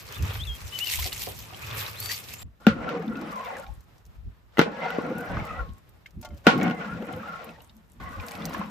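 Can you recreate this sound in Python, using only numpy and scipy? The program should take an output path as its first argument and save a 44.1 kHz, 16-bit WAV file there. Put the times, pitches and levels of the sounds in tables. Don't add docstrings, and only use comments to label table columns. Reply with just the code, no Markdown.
import sys
import numpy as np
from scipy import signal
from scipy.fft import rfft, irfft, next_fast_len
from scipy.io import wavfile
from scipy.ndimage import uniform_filter1d

SR = 44100
rng = np.random.default_rng(int(sys.argv[2]) if len(sys.argv) > 2 else 0)


def generate_wav(sig):
    pcm = np.round(np.clip(np.atleast_2d(sig).T, -1, 1) * 32767).astype(np.int16)
    wavfile.write(sys.argv[1], SR, pcm)


N = 383669


def amp(db):
    return np.exp(np.asarray(db) * (np.log(10) / 20))


def unit(x):
    return x / np.sqrt(np.mean(x ** 2) + 1e-20)


def in_time(rows):
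    s, *columns = np.transpose(rows)
    t = np.arange(N) / SR
    return [np.interp(t, s, c) for c in columns] + [(t >= s[0]) & (t <= s[-1])]


def in_strokes(strokes):
    *columns, _ = in_time([row for stroke in strokes for row in stroke])
    gate = sum(in_time(stroke)[-1] for stroke in strokes)
    return columns + [gate * 1.]


def swells(s, hold_s, db, rise, fall, rest_db):
    t = np.arange(0, N, 32)[:, None] / SR
    level = db - rise * np.maximum(s - t, 0) - fall * np.maximum(t - s - hold_s, 0)
    return np.interp(np.arange(N) / SR, t[:, 0], np.maximum(level.max(axis=1), rest_db))


def drift(rate):
    r = np.exp(-80 * np.pi * rate / SR)
    slow = signal.lfilter([1], [1, -2 * r, r * r], rng.standard_normal(N // 40 + 2002))[2000:]
    return np.interp(np.arange(N) / 40, np.arange(len(slow)), unit(slow))


def at_hz(points, hz):
    point_hz, values = np.transpose(points)
    return np.interp(np.log(hz), np.log(point_hz), values)


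def band(x, low_hz, high_hz):
    return signal.sosfilt(signal.butter(2, [low_hz, high_hz], "band", fs=SR, output="sos"), x)


def resonate(x, hz, width_hz):
    r = np.exp(-np.pi * width_hz / SR)
    poles = [1, -2 * r * np.cos(2 * np.pi * hz / SR), r * r]
    return signal.lfilter(np.array([1, 0, -1]) * (1 - r * r) / 2, poles, x)


def stereo(mid, side, alike):
    alike = np.clip(alike, -1, 1)
    return np.sqrt(1 + alike) * mid + np.sqrt(1 - alike) * side * [[1], [-1]]


def add(out, s, piece, pan_db=0):
    i = round(s * SR)
    piece = (piece * amp([[pan_db / 2], [-pan_db / 2]]))[:, :N - i]
    out[:, i:i + piece.shape[1]] += piece


def grains(per_s, spread_db, share):
    shape = (2, 2, N)
    sizes = amp(spread_db * np.minimum(rng.exponential(1, shape), 4))
    clicks = (rng.random(shape) < per_s / SR) * sizes * rng.choice([-1, 1], shape)
    share = np.clip(share, 0, 1)
    return np.sqrt(1 - share) * rng.standard_normal(shape) + np.sqrt(share) * unit(clicks)


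def coloured(white, spectrum, alike, patchy_db, tilt_db=None):
    bands, together = [], drift(12.8)
    edges = 15700 * 2 ** -np.arange(0, np.log2(15700 / spectrum[0][0]), .5)[::-1]
    centres = np.sqrt(edges[1:] * edges[:-1])
    for k, hz in enumerate(centres):
        mid, side = band(white[k % 2], edges[k], edges[k + 1])
        flicker_db = patchy_db * (1.19 * together + drift(18))
        bands.append(amp(at_hz(spectrum, hz) + flicker_db) * stereo(mid, side, at_hz(alike, hz)))
    scale = np.sqrt(np.mean(sum(bands) ** 2))
    return sum(b * amp(tilt_db(hz) if tilt_db else 0) for b, hz in zip(bands, centres)) / scale


def body(x, modes, direct_db, wander_db):
    out = amp(direct_db) * x
    for k, (hz, width_hz, db) in enumerate(modes):
        out = out + (-1) ** k * resonate(amp(db + wander_db * drift(6)) * x, hz, width_hz)
    return out


def gliding(x, hz, width_hz):
    slow = signal.sosfilt(signal.butter(2, width_hz / 2, fs=SR, output="sos"), x)
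    wobble = 1 + .025 * drift(8)
    phase = 2 * np.pi * np.cumsum(hz * wobble) / SR
    flicker = amp(4 * drift(10))
    return unit((slow[0] * np.cos(phase) + slow[1] * np.sin(phase)) * flicker)


def gurgle(per_s, low_hz, high_hz, sharpness):
    born = (rng.random(N) < per_s / SR) * amp(2.3 * np.minimum(rng.exponential(1, N), 3))
    dealt, pans_db = rng.integers(0, 16, N), rng.normal(0, 3, 16)
    out = 0
    for k, hz in enumerate(np.geomspace(low_hz, high_hz, 16)):
        struck = born * (dealt == k) + 1e-18
        ring = resonate(resonate(struck, hz, hz / sharpness), hz, hz / 5)
        out = out + ring * amp([[pans_db[k]], [-pans_db[k]]]) / hz
    return unit(out)


# start in seconds, hold in seconds, gain in dB.
CHURN = [(3.3, 0.25, -54), (5.015, 0.51, -60.5), (6.412, 0.93, -61), (8.209, 0.44, -55)]
CHURN_RISE_DB_PER_S, CHURN_REST_DB = 35, -68


def churn_db():
    return swells(*np.transpose(CHURN), CHURN_RISE_DB_PER_S, fall=60, rest_db=CHURN_REST_DB)


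# frequency in Hz, density in dB per Hz.
AIR = [(59, -41.5), (100, -2), (140, -5.5), (177, -13.5), (589, -17), (1210, -19), (2520, -25.5),
       (7890, -36), (10200, -29), (12800, -35.5), (15500, -32.5)]
# frequency in Hz, correlation.
OPEN_ALIKE = [(60, 0.34), (240, 0.15), (950, 0.081), (3770, 0.035), (9000, 0.55), (15000, 1)]
AIR_STEPS_S = (2.432, 8.0)
AIR_DB = (-48.5, -65, -51.5)


def air():
    s, hold_s, _ = np.transpose(CHURN)
    settle_db = swells(s, hold_s, -56, CHURN_RISE_DB_PER_S, fall=7, rest_db=-120)
    air_db = np.take(AIR_DB, np.searchsorted(AIR_STEPS_S, np.arange(N) / SR))
    noise = coloured(rng.standard_normal((2, 2, N)), AIR, OPEN_ALIKE, patchy_db=1.0)
    return amp(np.maximum(air_db, settle_db)) * noise


# start in seconds, hold in seconds, thump gain in dB, flutter gain in dB.
GUSTS = [(0.208, 0.037, -34, -38), (0.386, 0.14, -35, -56), (0.644, 0.015, -35.5, -68),
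         (0.983, 0.062, -33, -73), (1.127, 0.31, -48.5, -56.5), (2.452, 0.017, -39.5, -51.5),
         (2.698, 0.013, -39.5, -36), (2.79, 0.077, -42.5, -47), (3.12, 0.02, -49, -62),
         (3.702, 0.014, -35.5, -64), (3.783, 0.008, -43.5, -66), (4.071, 0.038, -50.5, -65),
         (4.174, 0.062, -44, -72.5), (4.272, 0.0086, -32.5, -49), (4.627, 0.013, -45, -50),
         (5.319, 0.11, -38, -34.5), (5.523, 0.017, -39, -44), (5.6, 0.034, -34.5, -47),
         (5.699, 0.0098, -33.5, -43), (6.178, 0.02, -40.5, -44), (6.32, 0.018, -35.5, -42),
         (6.926, 0.053, -44, -43), (7.151, 0.023, -59, -37.5), (8.004, 0.11, -45.5, -50),
         (8.189, 0.0081, -32, -45), (8.437, 0.15, -49, -70)]


def wind():
    s, hold_s, thump_db, flutter_db = np.transpose(GUSTS)
    mid, side = rng.standard_normal((2, 2, N))
    thump = unit(band(band(stereo(mid[0], side[0], 0.35), 44.8, 84.3), 30, 190))
    flutter = unit(band(band(stereo(mid[1], side[1], 0.93), 68, 220), 70, 420))
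    slopes = 352, 362.5
    thump_level = amp(swells(s, hold_s, thump_db, *slopes, rest_db=-59))
    flutter_level = amp(swells(s, hold_s, flutter_db, *slopes, rest_db=-69))
    return thump_level * thump + flutter_level * flutter


# time in seconds, pitch in Hz, gain in dB.
BIRDS = [
    [(0.13, 2750, -48), (0.15, 3500, -48), (0.16, 3600, -49), (0.175, 3620, -52)],
    [(0.18, 3300, -52), (0.192, 2750, -48), (0.203, 2550, -48)],
    [(0.385, 3100, -53), (0.401, 3140, -41.5), (0.42, 3460, -34.5), (0.434, 3560, -42), (0.443, 4040, -23)],
    [(0.445, 3200, -50), (0.456, 2700, -47), (0.466, 2550, -48)],
    [(0.464, 4150, -48), (0.472, 3500, -39), (0.497, 3250, -36.5), (0.53, 3234, -44), (0.575, 3220, -56)],
    [(0.637, 9700, -54), (0.65, 8800, -52), (0.66, 6300, -52)],
    [(0.678, 5950, -52), (0.69, 5750, -51), (0.707, 4400, -53)],
    [(0.705, 2800, -57), (0.714, 3500, -57), (0.73, 3950, -59)],
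    [(0.72, 2750, -48), (0.73, 3020, -40), (0.758, 3010, -31), (0.783, 2980, -41)],
    [(0.797, 2650, -42), (0.82, 2900, -30), (0.838, 3000, -27), (0.852, 3000, -28)],
    [(0.862, 2550, -37), (0.878, 3000, -34), (0.897, 2550, -35)],
    [(1.955, 3100, -46), (1.978, 4050, -47), (2.028, 4560, -44), (2.155, 4615, -42.5)],
    [(2.326, 5000, -52), (2.339, 8000, -48)],
    [(2.352, 5800, -48), (2.366, 8200, -50)],
    [(2.38, 6960, -46), (2.406, 7700, -48), (2.432, 7230, -53)],
]
# delay in seconds, gain in dB, left over right in dB.
BIRD_ECHOES = [(.0022, -14, -12), (.017, -16, 6)]


def birds():
    out = np.zeros((2, N))
    for note in BIRDS:
        s, hz, db = np.transpose(note)
        t = np.arange(s[0], s[-1], 1 / SR)
        phase = 2 * np.pi * np.cumsum(np.interp(t, s, hz)) / SR
        fade = np.clip(np.minimum(t - s[0], s[-1] - t) / .006, 0, 1)
        rough = amp(1.5 * unit(uniform_filter1d(rng.standard_normal(len(t)), size=500)))
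        whistle = rough * np.sin(phase) + amp(-30) * np.sin(2 * phase)
        tone = np.sqrt(2) * fade * amp(np.interp(t, s, db)) * whistle
        add(out, s[0], tone, pan_db=6)
        for delay_s, echo_db, pan_db in BIRD_ECHOES:
            add(out, s[0] + delay_s, amp(echo_db) * tone, pan_db)
    return out


# start in seconds, hold in seconds, gain in dB.
SWEEPS = [(0.136, 0.033, -46.5), (0.27, 0.054, -41.5), (1.03, 0.014, -51), (1.632, 0.057, -46),
          (1.728, 0.13, -40), (1.935, 0.17, -46.5)]
HAND_REST_DB = -56


def sweep_db():
    return swells(*np.transpose(SWEEPS), rise=101, fall=134, rest_db=HAND_REST_DB)


# frequency in Hz, density in dB per Hz.
RUB = [(88, -17), (150, -2), (240, -16), (413, -4), (530, -2.5), (1170, -1), (1840, -2), (2580, -2.5),
       (5000, -16.5), (6500, -25), (11000, -120)]
# frequency in Hz, width in Hz, gain in dB.
TRAY = [(436, 46, 1.5), (705, 150, -1.5), (1190, 100, 1.5), (2010, 40, -3), (2530, 170, -1.5)]


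def rub():
    contact = coloured(grains(500, 3.5, .55), RUB, OPEN_ALIKE, patchy_db=1.2)
    return amp(sweep_db()) * body(contact, TRAY, direct_db=2.0, wander_db=3)


# start in seconds, hold in seconds, gain in dB.
BOOMS = [(0.214, 0.019, -26), (0.283, 0.034, -29.5), (1.637, 0.16, -37), (2.016, 0.01, -43)]


def boom():
    boom_db = swells(*np.transpose(BOOMS), rise=716, fall=121, rest_db=-56)
    mid, side = resonate(resonate(rng.standard_normal((2, N)), 106.8, 15.7), 74.0, 27)
    return amp(boom_db) * unit(stereo(mid, side, 1.0))


# start in seconds, hold in seconds, gain in dB.
SHOWERS = [(0.789, 0.29, -29.5), (1.136, 0.098, -34.5), (2.018, 0.15, -32), (2.07, 0.045, -29.5),
           (2.198, 0.098, -39.5)]
# frequency in Hz, density in dB per Hz.
SHOWER = [(530, -54), (900, -3.5), (991, -24), (1340, -31), (2160, -1), (4180, -2.5), (7510, -3.5),
          (10000, 0.5), (13000, -3), (14900, -14.5), (15800, -25)]


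def shower():
    trickle_db = -43.5 + 0.23 * (sweep_db() - HAND_REST_DB)
    fall_db = swells(*np.transpose(SHOWERS), rise=901, fall=140, rest_db=-120)
    patter = coloured(grains(500, 4.5, 0.55), SHOWER, OPEN_ALIKE, patchy_db=2.5)
    return amp(np.maximum(fall_db, trickle_db)) * patter


def pour():
    on = np.arange(N) < AIR_STEPS_S[0] * SR
    return on * (shower() + rub() + boom())


# time in seconds, gain in dB, pitch in Hz, left over right in dB.
TICKS = [(0.124, -25.5, 6460, -0.5), (0.2247, -22, 6120, 0.5), (0.789, -14.5, 4770, 1),
         (0.872, -20.5, 4600, 15), (0.9131, -17, 4200, 4), (1.024, -22.5, 4300, -10),
         (1.073, -26, 3870, -8), (1.1286, -17, 4130, -0.5), (1.289, -22, 13100, -2),
         (1.389, -24, 13300, 0.0), (1.7032, -30, 3660, 7), (2.0016, -12, 13500, 1), (2.0592, -24, 4450, 21),
         (2.117, -19, 4540, 16), (2.287, -32.5, 3600, -10), (2.337, -19.5, 11300, -4),
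         (3.807, -43.5, 8200, 0), (3.982, -47, 5660, 0), (4.053, -45, 6300, -3), (4.064, -43, 8500, 3),
         (5.183, -26.5, 11900, 0), (5.206, -29, 11100, 0), (5.452, -34, 9000, -5), (5.782, -44, 8160, -0.5),
         (5.892, -41, 12450, 1), (6.064, -41.5, 6220, 1), (6.108, -46, 6070, -2), (6.214, -30, 9400, 1),
         (6.249, -41, 5160, 24), (6.375, -46, 5410, 10), (6.5775, -31.5, 3630, -1), (6.631, -24, 6660, -1),
         (7.1254, -38, 3650, -1), (7.444, -28, 14400, -2), (7.619, -35.5, 11600, -1), (8.284, -26, 4760, 3),
         (8.311, -28, 4670, 2), (8.353, -32, 4520, -1), (8.4545, -18, 6080, -4), (8.496, -30, 12700, -4),
         (8.539, -27.5, 5910, 1), (8.5788, -35, 11770, -2)]


def droplets():
    fizz_db, rows = churn_db(), []
    for u, v, p, q in rng.random((90, 4)):
        db = fizz_db[int(u * N)]
        if db > CHURN_REST_DB + 2:
            rows.append((u * N / SR, db + 12 + 9 * v, 4900 * 2 ** (1.1 * p ** 3), 12 * q - 6))
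    return rows


def ticks():
    out, t = np.zeros((2, N)), np.arange(SR // 50) / SR
    for s, db, hz, pan_db in TICKS + droplets():
        noise = stereo(*rng.standard_normal((2, len(t))), 0.46) * amp(-5.0 - 60 * t / 0.042)
        ring = np.sin(2 * np.pi * hz * t) * amp(-60 * t * hz / 14)
        add(out, s, amp(db) * (ring + .5 * band(noise, 0.66 * hz, 17000)), pan_db)
    return out


# time in seconds, gain in dB, nominal bubble pitch in Hz.
PLOPS = [(0.988, -32.5, 1000), (1.026, -28, 2200), (1.055, -33.5, 723), (1.121, -28.5, 2980),
         (1.271, -32.5, 702), (1.526, -39.5, 740), (1.535, -37, 2840), (1.545, -35, 3230),
         (1.71, -30.5, 3600), (1.8086, -30.5, 3730), (1.863, -28, 4000), (2.095, -27, 1940),
         (2.108, -26, 1970), (2.16, -31, 6600), (2.3376, -34, 2710), (2.862, -30, 694), (2.925, -36, 694),
         (3.078, -42.5, 3600), (3.155, -37, 2700), (3.458, -43, 3720), (3.535, -35, 801),
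         (3.566, -33, 1700), (3.665, -49, 2400), (3.665, -47, 3800), (3.686, -42.5, 826),
         (4.572, -26, 2020), (4.66, -31.5, 628), (4.686, -40, 1800), (5.69, -49.5, 3170),
         (6.059, -34.5, 2155), (6.588, -25.5, 753), (6.619, -28, 1900), (7.134, -40.5, 3110),
         (7.49, -39, 2630), (7.56, -45, 1910), (7.585, -44, 854), (7.6036, -46.5, 2930), (7.695, -47, 3790),
         (8.161, -47, 1130), (8.198, -32, 2455), (8.23, -49, 700), (8.284, -42, 2560), (8.351, -38.5, 2630),
         (8.42, -38, 3530), (8.459, -39, 785), (8.546, -26.5, 1075), (8.545, -26.5, 1714),
         (8.607, -35, 795), (8.613, -25, 1048)]


def swirls():
    grind_rows = np.array([row for stroke in STIR for row in stroke])[:, :2]
    rows = []
    for s, v, p in rng.random((70, 3)) * [N / SR, 1, 1]:
        grind_db = np.interp(s, *grind_rows.T)
        if grind_db > -50 and s > STIR[0][1][0]:
            rows.append((s, grind_db + 2 + 8 * v, 800 * 3 ** p))
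    return rows


def plops():
    out, t = np.zeros((2, N)), np.arange(SR // 6) / SR
    for s, db, hz in PLOPS + swirls():
        noise = rng.standard_normal((2, 2, len(t)))
        bubble = np.sin(2 * np.pi * hz * t * (.96 + 3.0 * t))
        splash = 2.0 * band(noise[0], .7 * hz, 1.4 * hz)
        wash_db = 13 - 35 * np.log2(hz / 700) - 60 * t / 0.26
        wash = amp(wash_db) * band(noise[1], 250, 700)
        decay = amp(-60 * t / (0.019 + 42 / hz))
        onset = 1 - np.exp(-t / 0.00077)
        add(out, s, amp(db) * onset * (decay * (bubble + splash) + wash))
    return out


# time in seconds, gain in dB.
SPRAY = [
    [(2.76, -65), (2.89, -54.5), (3.03, -63), (3.25, -57), (3.4, -56), (3.55, -62), (3.7, -73)],
    [(4.72, -62), (4.85, -48.5), (5.1, -58), (5.3, -58), (5.5, -59), (5.68, -81)],
    [(6.56, -63), (6.64, -55), (6.78, -72), (7.05, -67.5), (7.4, -60), (7.56, -62)],
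    [(8.0, -62.5), (8.55, -53), (8.7, -64)],
]


def spray():
    db, gate = in_strokes(SPRAY)
    on = uniform_filter1d(gate, size=1800)
    return on * amp(db + 2 * drift(6)) * gurgle(2000, 1900, 6000, sharpness=90)


# time in seconds, gain in dB, share of the free ring time,
# brightness in dB per octave.
TAPS = [(6.064, -53, 0.18, 19), (6.226, -41, 1.3, -3.5), (6.25, -38.5, 0.84, 6), (6.305, -58.5, 1.2, 15)]
# starting frequency in Hz, gain in dB, free ring time t60 in seconds.
LADLE = [(613, -7.5, 3.6), (736, -4.5, 0.2), (897, -1, 0.097), (1150, -14, 0.2), (1420, -9, 0.2),
         (1850, -18, 0.06), (2120, -11, 0.078), (3140, -32.5, 0.3)]


def taps():
    out, t = np.zeros((2, N)), np.arange(SR // 4) / SR
    for s, db, ring_share, bright_db in TAPS:
        ring = 0
        for hz, mode_db, t60 in LADLE:
            decay_db = -60 * t / (ring_share * min(t60, .45))
            tone = np.sin(2 * np.pi * hz * t * (1 - 0.25 * t))
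            ring = ring + amp(mode_db + bright_db * np.log2(hz / 1000) + decay_db) * tone
        scuff = band(rng.standard_normal((2, len(t))) * amp(-60 * t / .06), 1200, 7000)
        waver = amp(4 * unit(uniform_filter1d(rng.standard_normal(len(t)), size=400)))
        onset = 1 - np.exp(-t / 0.003)
        add(out, s, amp(db) * onset * (waver * ring + amp(6.0) * scuff))
    return out


# time in seconds, gain in dB, thud gain over it in dB, clank gain over it in dB,
# rattle t60 in seconds (played no shorter than 0.02).
BLOWS = [(2.667, -9.5, 10.5, -2.5, 0.17), (2.891, -27.5, -4, 2.5, 0.23), (4.572, -34, -12, 6, 0.087),
         (4.583, -18.5, 2, -7, 0.12), (4.592, -5.5, 2.5, -1.5, 0.095), (4.614, -12, 4.5, -6.5, 0.16),
         (4.904, -31.5, -1, 7, 0.11), (4.985, -42, 29, -7.5, 0.37), (6.468, -2, 6, -6.5, 0.22),
         (6.6, -31, -1, -6, 0.062), (6.612, -24.5, 2, -6, 0.095), (6.658, -39, 3, -5, 0.075),
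         (6.679, -26, 11, -11, 0.084), (6.699, -32, -2, 2, 0.073), (6.71, -28.5, 14.5, -3, 0.13),
         (6.827, -45, -5, -1, 0.053), (6.846, -43, -7, 1.5, 0.053), (7.024, -40.5, 20.5, 5, 0.052),
         (8.532, -30.5, -10, -5.5, 0.15), (8.546, -31, -4, -15, 0.51)]
# frequency in Hz, gain over the clank in dB, t60 in seconds.
BLADE_CLANG = [(1410, 1.5, 0.025), (2760, 3.5, 0.0065)]
# frequency in Hz, width in Hz, gain in dB.
POT = [(164.9, 11, 0.5), (215.7, 28.6, 4), (285, 260, -4.5), (353, 50, -9), (455.6, 9.5, -2.5),
       (483.3, 14, 1), (558.7, 10, -9.5), (751, 55, -1), (829.4, 8.2, -3.5), (940, 22, -3.5),
       (1087, 4.7, -1.5), (1123, 8.6, -5.5), (1410, 14, -5.5), (1390, 70, 1), (1472, 85, -5.5),
       (1675, 16, -2.5), (2010, 13, -20.5), (2213, 14, -6.5), (2586, 30, -15.5), (2648, 114, -12),
       (3090, 31, -18), (3470, 35, -23.5), (4120, 60, -18)]


def blows():
    out, t = np.zeros((2, N)), np.arange(SR // 3) / SR
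    clangs = np.zeros((2, N))
    onset = 1 - np.exp(-t / 0.00036)
    push = np.exp(-t / 0.00037)
    for s, db, thud_db, clank_db, t60 in BLOWS:
        noise = rng.standard_normal((2, len(t)))
        crack, rattle = amp(-60 * t / 0.0074), amp(-12.5 - 60 * t / max(t60, .02))
        mid, side = noise * onset * (crack + rattle)
        thud = stereo(band(mid + 2.66 * push, 170, 570), band(side, 140, 600), 0.2) * amp([[1.1], [-1.1]])
        knock = band(stereo(mid, side, 0.05), 450, 2830)
        hiss = band(stereo(*noise, 0.84) * amp(-60 * t / 0.016), 6600, 20000)
        clank = band(stereo(mid, side, 0.19), 2400, 2800) + amp(-8.0) * hiss
        clang = sum(amp(g - 60 * t / ring_s) * np.sin(2 * np.pi * hz * t) for hz, g, ring_s in BLADE_CLANG)
        add(clangs, s, amp(db + clank_db) * onset * clang)
        add(out, s, amp(db) * (amp(thud_db) * thud + amp(13.0) * knock + amp(clank_db) * clank))
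    inaudible = 1e-12 * np.sin(np.arange(N))
    return clangs + body(out + inaudible, POT, direct_db=-6.0, wander_db=6.5)


# time in seconds, low ring in Hz, its level in dB,
# high ring in Hz, its level in dB; both are played 10.5 dB lower.
RINGS = [
    [(2.72, 468, -30, 2110, -54), (2.762, 502, -35, 1920, -62), (2.902, 484, -28, 2080, -49),
     (3.128, 478, -40.5, 1940, -55), (3.562, 528, -44, 2040, -38.5), (3.598, 534, -35, 1950, -69),
     (3.7, 543, -73, 2020, -64)],
    [(4.62, 484, -18, 1900, -39), (4.666, 500, -24.5, 1990, -52), (4.722, 505, -39.5, 2220, -65),
     (4.832, 500, -32, 1960, -26), (5.144, 495, -28.5, 1970, -59), (5.422, 552, -60, 2100, -39.5),
     (5.582, 526, -37, 1990, -41), (5.68, 490, -43.5, 1850, -68)],
    [(6.52, 498, -19, 2120, -32), (6.572, 479, -31.5, 2130, -54), (6.618, 511, -34, 2170, -32.5),
     (6.814, 459, -38.5, 2010, -47), (7.172, 538, -37.5, 2090, -56), (7.286, 494, -58, 2110, -48),
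     (7.454, 530, -49, 1960, -61.5), (7.62, 518, -81, 1890, -63)],
    [(8.0, 487, -51, 2080, -52.5), (8.074, 552, -52.5, 2030, -46.5), (8.364, 491, -46, 1940, -47),
     (8.464, 518, -35, 2050, -54), (8.498, 526, -58, 2030, -63), (8.552, 536, -44, 1820, -35),
     (8.7, 487, -62, 2180, -63)],
]


def rings():
    low_hz, low_db, high_hz, high_db, gate = in_strokes(RINGS)
    out = 0
    for hz, db, alike in (low_hz, low_db, .8), (high_hz, high_db, .45):
        mid, side = (gliding(rng.standard_normal((2, N)), hz, width_hz=65) for ear in "ms")
        out = out + amp(db - 10.5) * stereo(mid, side, alike)
    return uniform_filter1d(gate, size=900) * out


# frequency in Hz, density in dB per Hz.
GRIND = [(71, -16.5), (120, -17.5), (234, -1), (403, -24), (491, -4.5), (537, -8.5), (976, -9), (1430, -8),
         (1560, -12.5), (2010, -11.5), (9000, -32.5), (11700, -87.5)]
# frequency in Hz, correlation.
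POT_ALIKE = [(60, 0.8), (180, 1), (550, 0.7), (1650, 0.17), (4970, 0.11), (9000, .7), (15000, .8)]
# frequency in Hz, density in dB per Hz.
FIZZ = [(3000, -16.5), (5000, -23.5), (8000, 5.5), (11500, -4.5), (14500, -9), (15600, -6)]
# time in seconds, grinding level in dB, # pot floor drone level in dB, blade note in Hz, blade
# note over the grinding in dB.
STIR = [
    [(2.6, -58, -62, 1384, -34), (2.66, -50, -65.5, 1410, 1), (2.7, -54, -29, 836, -12),
     (2.834, -35.5, -37.5, 1223, -38), (2.924, -36.5, -30, 1002, -15), (3.106, -47, -32.5, 1355, -6.5),
     (3.3, -37.5, -36.5, 1318, -11), (3.366, -40, -47.5, 1038, 2), (3.46, -38.5, -55, 1033, -4),
     (3.51, -36, -47.5, 756, -7), (3.686, -56.5, -61, 792, 4), (3.85, -86.5, -104, 1025, -19)],
    [(4.52, -65, -78, 1320, -24), (4.575, -49.5, -85, 1420, -16), (4.66, -42.5, -36.5, 1438, -6),
     (4.742, -41, -39, 1340, -35), (4.84, -31.5, -41, 1390, -11), (5.022, -35, -34, 1394, -11.5),
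     (5.18, -39.5, -28, 1410, -11), (5.35, -32.5, -44.5, 1466, -8), (5.434, -38, -54, 1237, -11),
     (5.6, -40, -46, 1398, -1), (5.8, -80, -87, 835, -28)],
    [(6.44, -59, -97, 1346, -11), (6.468, -27, -27, 1380, -13), (6.53, -44.5, -21.5, 1425, -4),
     (6.628, -28, -18.5, 1429, -12), (6.762, -40, -32.5, 1428, -17), (6.824, -37, -41.5, 1384, 0.5),
     (6.994, -42, -33, 1420, -17), (7.272, -41, -45, 1355, -4), (7.42, -42.5, -57.5, 1364, -11),
     (7.49, -46.5, -43.5, 987, -16), (7.574, -58, -70, 913, -8), (7.716, -72, -69, 907, -2.5),
     (7.99, -102.5, -55, 1112, -16.5)],
    [(8.0, -45, -47.5, 1088, 0), (8.178, -46.5, -53.5, 1118, -0.5), (8.41, -40, -40, 974, -23),
     (8.634, -39, -38, 1120, -7), (8.7, -47, -41, 970, -10)],
]


def stir():
    grind_db, drone_db, blade_hz, blade_db, gate = in_strokes(STIR)
    grit_db = -46.5 + 0.74 * (grind_db + 42.5) - 0.18 * (drone_db + 43.0)

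    def level_db(hz):
        return drone_db if hz < 330 else grit_db if hz > 2500 else grind_db

    contact = coloured(grains(600, 2.7, 0.38), GRIND, POT_ALIKE, 1.51, level_db)
    mid, side = (gliding(rng.standard_normal((2, N)), blade_hz, width_hz=70) for ear in "ms")
    blade = amp(blade_db) * stereo(mid, side, 0.18)
    water = amp(-12.0) * gurgle(200, 500, 2600, sharpness=40)
    grind = amp(5.5) * body(contact, POT, direct_db=-9.0, wander_db=5.0) + amp(grind_db) * (blade + water)
    fizz = amp(churn_db()) * coloured(grains(150, 5.5, 0.7), FIZZ, OPEN_ALIKE, patchy_db=3.5)
    return uniform_filter1d(gate, size=200) * (grind * amp([[.7], [-.7]]) + fizz)


def scene():
    background = air() + wind() + birds()
    rice_and_water = pour() + ticks() + plops() + spray()
    return background + rice_and_water + taps() + blows() + rings() + stir()


# frequency in Hz, lead of the left in radians.
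PORT_PHASE = [(0, 0), (7300, 0), (8900, -3.1), (10300, -3.3), (11900, -6.0), (13700, -6.5), (15200, -9.3),
              (22050, -9.5)]


def record(dry):
    size = next_fast_len(N + 512)
    turn = np.interp(np.arange(size // 2 + 1) * SR / size, *np.transpose(PORT_PHASE))
    right = irfft(rfft(dry[1], size) * np.exp(-1j * turn), size)[:N]
    ported = np.array([dry[0], right])
    heard = ported - 0.52 * resonate(ported, 9250, width_hz=9600)
    top_cut = signal.cheby2(12, 70, 16489, fs=SR, output="sos")
    return signal.sosfilt(top_cut, np.tanh(heard))


dry = scene()
out = record(dry)
generate_wav(out)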